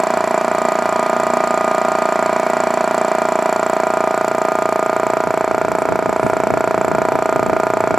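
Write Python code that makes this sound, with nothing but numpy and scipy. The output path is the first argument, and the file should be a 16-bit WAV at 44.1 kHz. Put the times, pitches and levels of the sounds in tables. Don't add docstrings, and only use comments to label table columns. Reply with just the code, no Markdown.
import sys
import numpy as np
from scipy import signal
from scipy.fft import rfft, irfft, next_fast_len
from scipy.io import wavfile
from scipy.ndimage import uniform_filter1d, minimum_filter1d

SR = 44100
rng = np.random.default_rng(int(sys.argv[2]) if len(sys.argv) > 2 else 0)


def dump(signal):
    limited = np.clip(np.atleast_2d(signal).T, -1, 1)
    pcm = np.round(limited * 32767).astype(np.int16)
    wavfile.write(sys.argv[1], SR, pcm)


N = 351918
LEAD = SR // 2
SIZE = next_fast_len(N + 2 * LEAD, True)
TIME = (np.arange(SIZE) - LEAD) / SR
HZ = np.fft.rfftfreq(SIZE, 1 / SR) + 1e-6
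SHAFT_HZ, MAINS_HZ, BEARING_HZ, ROTOR_SLOTS = 29.216, 59.9, 245.35, 22

# t/s, closeness (0 = far, facing the whole pump; 1 = close, at the motor)
CLOSENESS = [(0, 0.034), (2.9, 0.046), (3.7, 0.34), (4.4, 0.57), (5.8, 0.98), (6.6, 0.97), (8, 0.99)]
# t/s, level/dB
MIC_SWAY = [(0, -0.5), (2.8, -0.14), (5.2, 0.3), (6.1, -0.5), (6.6, 1), (8, 1.4)]
# f/Hz, likeness (1 = the same)
PORT_LIKENESS = [(60, 1), (200, 0.86), (1200, .98), (3000, 1), (7000, 0.73), (15000, 0.15)]
# f/Hz, level/dB
PORT_BALANCE = [(100, 0), (250, 0.4), (650, -1.7), (1300, -1.4), (2400, -1.5), (5000, -0.4), (8000, -2.5),
                (13000, 0.5)]
# f/Hz, phase/rad
PORT_LEAD = [(60, -0.15), (200, 0.11), (340, -0.27), (700, -0.16), (1200, 0.03), (2400, 0.38), (5000, -0.2),
             (7200, -0.39), (9000, 0)]
# delay/s, gain far, gain close
REFLECTIONS = [(0.0011, -0.12, -0.31), (0.00228, -0.17, 0.14), (0.0035, -0.057, -0.11),
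               (0.00511, 0.15, -0.08), (0.00852, 0.1, -0.009), (0.01206, -0.053, -0.07),
               (0.01579, 0.12, 0.095), (0.01953, -0.11, -0.035)]
# middle t/s, half length/s, level/dB
HIGH_SWISHES = [(5.807, .028, -48), (6.26, .09, -49)]
# f/Hz, level/dB
FAN_SPECTRUM = [(25, -85), (100, -87), (200, -72.5), (420, -66), (650, -63.5), (1050, -57.5), (1550, -63),
                (2300, -68.5), (2750, -73), (3900, -78), (5600, -79), (8500, -89.5), (11500, -88),
                (15000, -101)]
# f/Hz, relative level/dB
EDDY_SPECTRUM = [(20, -25), (50, -18), (85, -3), (125, 3), (230, 3), (400, -3), (800, -7), (2000, -41),
                 (8000, -70)]
# middle t/s, half length/s, level/dB
AIR_GUSTS = [(5.28, 0.033, -29), (5.70, .06, -28), (5.92, 0.035, -21.5), (6.095, 0.023, -23),
             (6.255, 0.024, -20.5), (6.52, 0.043, -24), (6.92, .09, -26), (7.15, 0.023, -23),
             (7.37, .025, -25.5), (7.50, .07, -23.5), (7.93, 0.023, -27)]
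# multiple of the slot rate, plus multiple of the mains, level far/dB, level close/dB
MAGNETIC_TONES = [(0, 2, -50, -47.5), (0, 4, -37, -50.5), (1, 2, -31.5, -36.5), (1, 4, -36.5, -40),
                  (1, 6, -61, -65.5), (1, 8, -37.5, -57), (2, 2, -34.5, -38.5)]
# multiple of the ball rate, level far/dB, level close/dB
BEARING_TONES = [(1, -44.5, -54), (2, -45.5, -60.5), (3, -40, -45), (4, -32.5, -37), (5, -34.5, -35.5),
                 (6, -41.5, -48), (7, -62, -49.5), (8, -45, -53), (9, -47.5, -48.5)]
# multiple of the shaft rate, level/dB
ROCKING_TONES = [(1, -73), (2, -58), (3, -62), (5, -48)]
# t/s after the knock, relative level/dB, rasp decay/s, tilt/(dB per octave)
VALVE_TICKS = [(.0009, -3.5, 0.00046, 2), (.0029, -3, 0.00044, -4), (0.0237, -22.5, 0.0016, 23)]
# f/Hz, width/Hz, level far/dB, level close/dB
VALVE_MODES = [(3305, 210, -8.5, -14.5), (4435, 345, -0.5, -8.5), (5710, 470, -6.5, -9.5),
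               (7100, 850, 0, -4), (7505, 337, 3, -1.5), (10470, 1400, -12, -19.5),
               (11500, 1140, -15.5, -13), (12600, 730, -26, -16.5), (15970, 660, -13, -23)]
# f/Hz, width/Hz, level far/dB, level close/dB
HOUSING_MODES = [(417.6, 9.5, 9.5, 3), (640.3, 69.6, 6, 4.5), (993, 3.9, -8.5, -20), (1136, 14, -5.5, -8),
                 (1224.0, 8.9, 15.5, -29), (1448, 26, -33, 4.5), (1517, 2.8, -32, 1.5), (1740, 20, 6, -3),
                 (1870, 11, 6, 3.5), (1994, 47, 1, 0), (2379, 26.3, 12.5, -1.5), (2408, 36, -3, 4.5),
                 (2580, 270, -6, 1.0), (2840, 240, -9, 0)]
# f/Hz, level/dB
KNOCK_SPECTRUM = [(30.0, -38.5), (110.0, 1), (200.0, 23.5), (400.0, 22.0), (800.0, 29.5), (1300.0, 17.5),
                  (1800.0, 10.5), (2500.0, 3.5), (3000.0, -18), (5000.0, -15.5), (16000.0, -49)]


def gain_of(db):
    return 10 ** (np.asarray(db) / 20)


def unit_rms(x):
    return x / np.sqrt(np.mean(x ** 2))


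def over_time(rows):
    return np.interp(TIME, *np.transpose(rows))


def over_hz(rows):
    hz, value = np.transpose(rows)
    return np.interp(np.log(HZ), np.log(hz), value)


def drift(rate_hz):
    coarse = irfft(rfft(rng.standard_normal(2048)) / (1 + (HZ[:1025] / rate_hz) ** 2))
    return np.interp(np.linspace(0, 1, SIZE), np.linspace(0, 1, len(coarse)), unit_rms(coarse))


def swells(rows):
    return sum(gain_of(db) * np.exp(-((TIME - s) / half_s) ** 2) for s, half_s, db in rows)


def delay(s):
    return np.exp(-2j * np.pi * HZ * s)


def minimum_phase(db):
    log_gain = np.r_[db, db[-2:0:-1]] * np.log(10) / 20
    return np.exp(np.conj(signal.hilbert(log_gain))[:len(HZ)])


def ring(modes, order=1):
    return sum(gain_of([[far_db], [near_db]]) / (1 + 1j * (HZ ** 2 - hz ** 2) / (HZ * width)) ** order
               for hz, width, far_db, near_db in modes)


def approach(far, near):
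    return far + (near - far) * over_time(CLOSENESS)


def diffuse_pair(common, apart):
    same = np.clip(over_hz(PORT_LIKENESS), 0, 1)
    return irfft(common * np.sqrt((1 + same) / 2) + np.array([[1], [-1]]) * apart * np.sqrt((1 - same) / 2))


def scatter(x, t60_s=0.03, far_db=-20, near_db=-24):
    t = np.arange(LEAD) / SR
    tails = rng.standard_normal((3, LEAD)) * gain_of(-60 * t / t60_s) * (t > .007)
    tails /= np.linalg.norm(tails, axis=1, keepdims=True)
    far, near, apart = rfft(x) * rfft(tails, SIZE)
    return approach(gain_of(far_db) * diffuse_pair(far, apart),
                    gain_of(near_db) * diffuse_pair(near, apart))


def swishes(centre_hz=8800, octaves=0.28):
    band = 1 / (1 + (np.log2(HZ / centre_hz) / octaves) ** 2)
    hiss = diffuse_pair(*rfft(rng.standard_normal((2, SIZE))) * band)
    return unit_rms(hiss) * swells(HIGH_SWISHES)


def fan(near_db=-4.5, throb_db=0.44):
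    noise = rfft(rng.standard_normal((2, SIZE))) * np.sqrt(SR / 2)
    air = diffuse_pair(*noise * gain_of(over_hz(FAN_SPECTRUM)))
    return air * gain_of(approach(0, near_db) + throb_db * np.cos(2 * np.pi * SHAFT_HZ * TIME))


def tone(hz, db, waver_db, waver_rad):
    amplitude = np.sqrt(2) * gain_of(db + waver_db * drift(2.8))
    return amplitude * np.sin(2 * np.pi * (hz * TIME + rng.random()) + waver_rad * drift(1.6))


def motor():
    hum = sum(tone(slot * ROTOR_SLOTS * SHAFT_HZ + k * MAINS_HZ, approach(far_db, near_db),
                   waver_db=2, waver_rad=0.09) for slot, k, far_db, near_db in MAGNETIC_TONES)
    whine = sum(tone(k * BEARING_HZ, approach(far_db, near_db), waver_db=2.5, waver_rad=0.41)
                for k, far_db, near_db in BEARING_TONES)
    rocking = sum(tone(k * SHAFT_HZ, db, waver_db=-1.5, waver_rad=0.045) for k, db in ROCKING_TONES)
    return hum + whine + rocking


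def draught(far_db=-73, near_db=-31, lumps_db=2.5, small_eddy_hz=120):
    shared, left, right = rfft(rng.standard_normal((3, SIZE))) * gain_of(over_hz(EDDY_SPECTRUM))
    apart = 2.9 / (1 + (small_eddy_hz / HZ) ** 3)
    eddies = irfft((shared + apart * np.array([left, right])) / np.sqrt(1 + apart ** 2))
    stream = gain_of(approach(far_db, near_db) + lumps_db * drift(18))
    return unit_rms(eddies) * np.hypot(stream, swells(AIR_GUSTS))


def valve_slaps(times, uneven_db=0.87, jitter_s=.0001, rasp=0.1, hiss=0.027, hiss_s=0.0046):
    t, slaps = np.arange(1100) / SR, 0
    for after_s, db, rasp_s, tilt_db in VALVE_TICKS:
        late, strength = rng.standard_normal((2, len(times), 1))
        at = np.round((times[:, None] + after_s + jitter_s * late + t) * SR).astype(int) + LEAD
        envelope = rasp * np.exp(-t / rasp_s) + hiss * np.exp(-t / hiss_s)
        slap = envelope * rng.standard_normal((2, *at.shape))
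        slap[0, :, 0] += 1
        train = np.zeros((2, SIZE))
        train[:, at] = gain_of(db + uneven_db * strength) * slap
        slaps = slaps + rfft(train) * gain_of(tilt_db * np.log2(np.clip(HZ, 4000, 11000) / 7500))
    return slaps


def valve_beam_db(peak_db=4, at_closeness=0.55, half_width=0.29):
    return peak_db * np.exp(-((over_time(CLOSENESS) - at_closeness) / half_width) ** 2)


def valves(times, gain_db=3.9, wander_db=0.5, top_db=-1.3, bright_db=2, stereo_width=1.18):
    mid_slaps, side_slaps = valve_slaps(times)
    plates = ring(VALVE_MODES, order=2)
    spread = stereo_width * np.minimum(HZ / 10000, 1) ** 2
    mid = approach(*irfft(mid_slaps * plates))
    side = approach(*irfft(side_slaps * plates * spread))
    ticks = mid + np.array([side, -side])
    top = irfft(rfft(ticks) / (1 + (9000 / HZ) ** 8))
    force = drift(27)
    top_gain = gain_of(top_db + valve_beam_db() + bright_db * force)
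    return (ticks + top * (top_gain - 1)) * gain_of(gain_db + wander_db * force)


def stroke_times(first_s=.00088, jitter_s=.00002):
    times = first_s + np.arange(-12, 236) / SHAFT_HZ
    return times + jitter_s * rng.standard_normal(len(times))


def knocks(times, uneven_db=0.72, rebound=0.12, rebound_s=0.003047):
    train, taps = np.zeros(SIZE), np.arange(-8, 9)
    place = times[:, None] * SR + LEAD
    at = np.round(place).astype(int) + taps
    strength = gain_of(uneven_db * rng.standard_normal(place.shape))
    train[at] = np.sinc(at - place) * np.hanning(len(taps)) * strength
    blows = -rfft(train) * minimum_phase(over_hz(KNOCK_SPECTRUM))
    housing = 1 + delay(rebound_s) * (rebound + ring(HOUSING_MODES))
    paths = 1 + sum(np.array([[far], [near]]) * delay(s) for s, far, near in REFLECTIONS)
    return approach(*irfft(blows * housing * paths))


def scene():
    times = stroke_times()
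    pump = (knocks(times) + valves(times)) * gain_of(over_time(MIC_SWAY))
    sound = pump + scatter(pump.mean(0)) + motor() + fan() + swishes()
    side = np.array([[.5], [-.5]])
    ports = gain_of(side * over_hz(PORT_BALANCE)) * np.exp(1j * side * over_hz(PORT_LEAD))
    heard = irfft(rfft(sound) * ports) + draught()
    return heard[:, LEAD:LEAD + N]


def record(dry, ceiling=.92, limiter_samples=89, edge_hz=15800):
    allowed = np.minimum(ceiling / (abs(dry).max(0) + 1e-9), 1)
    gain = uniform_filter1d(minimum_filter1d(allowed, size=limiter_samples), size=limiter_samples)
    lowpass = signal.firwin(301, edge_hz, window=("kaiser", 9), fs=SR)
    return signal.oaconvolve(dry * gain, lowpass[None], "same")


dry = scene()
out = record(dry)
dump(out)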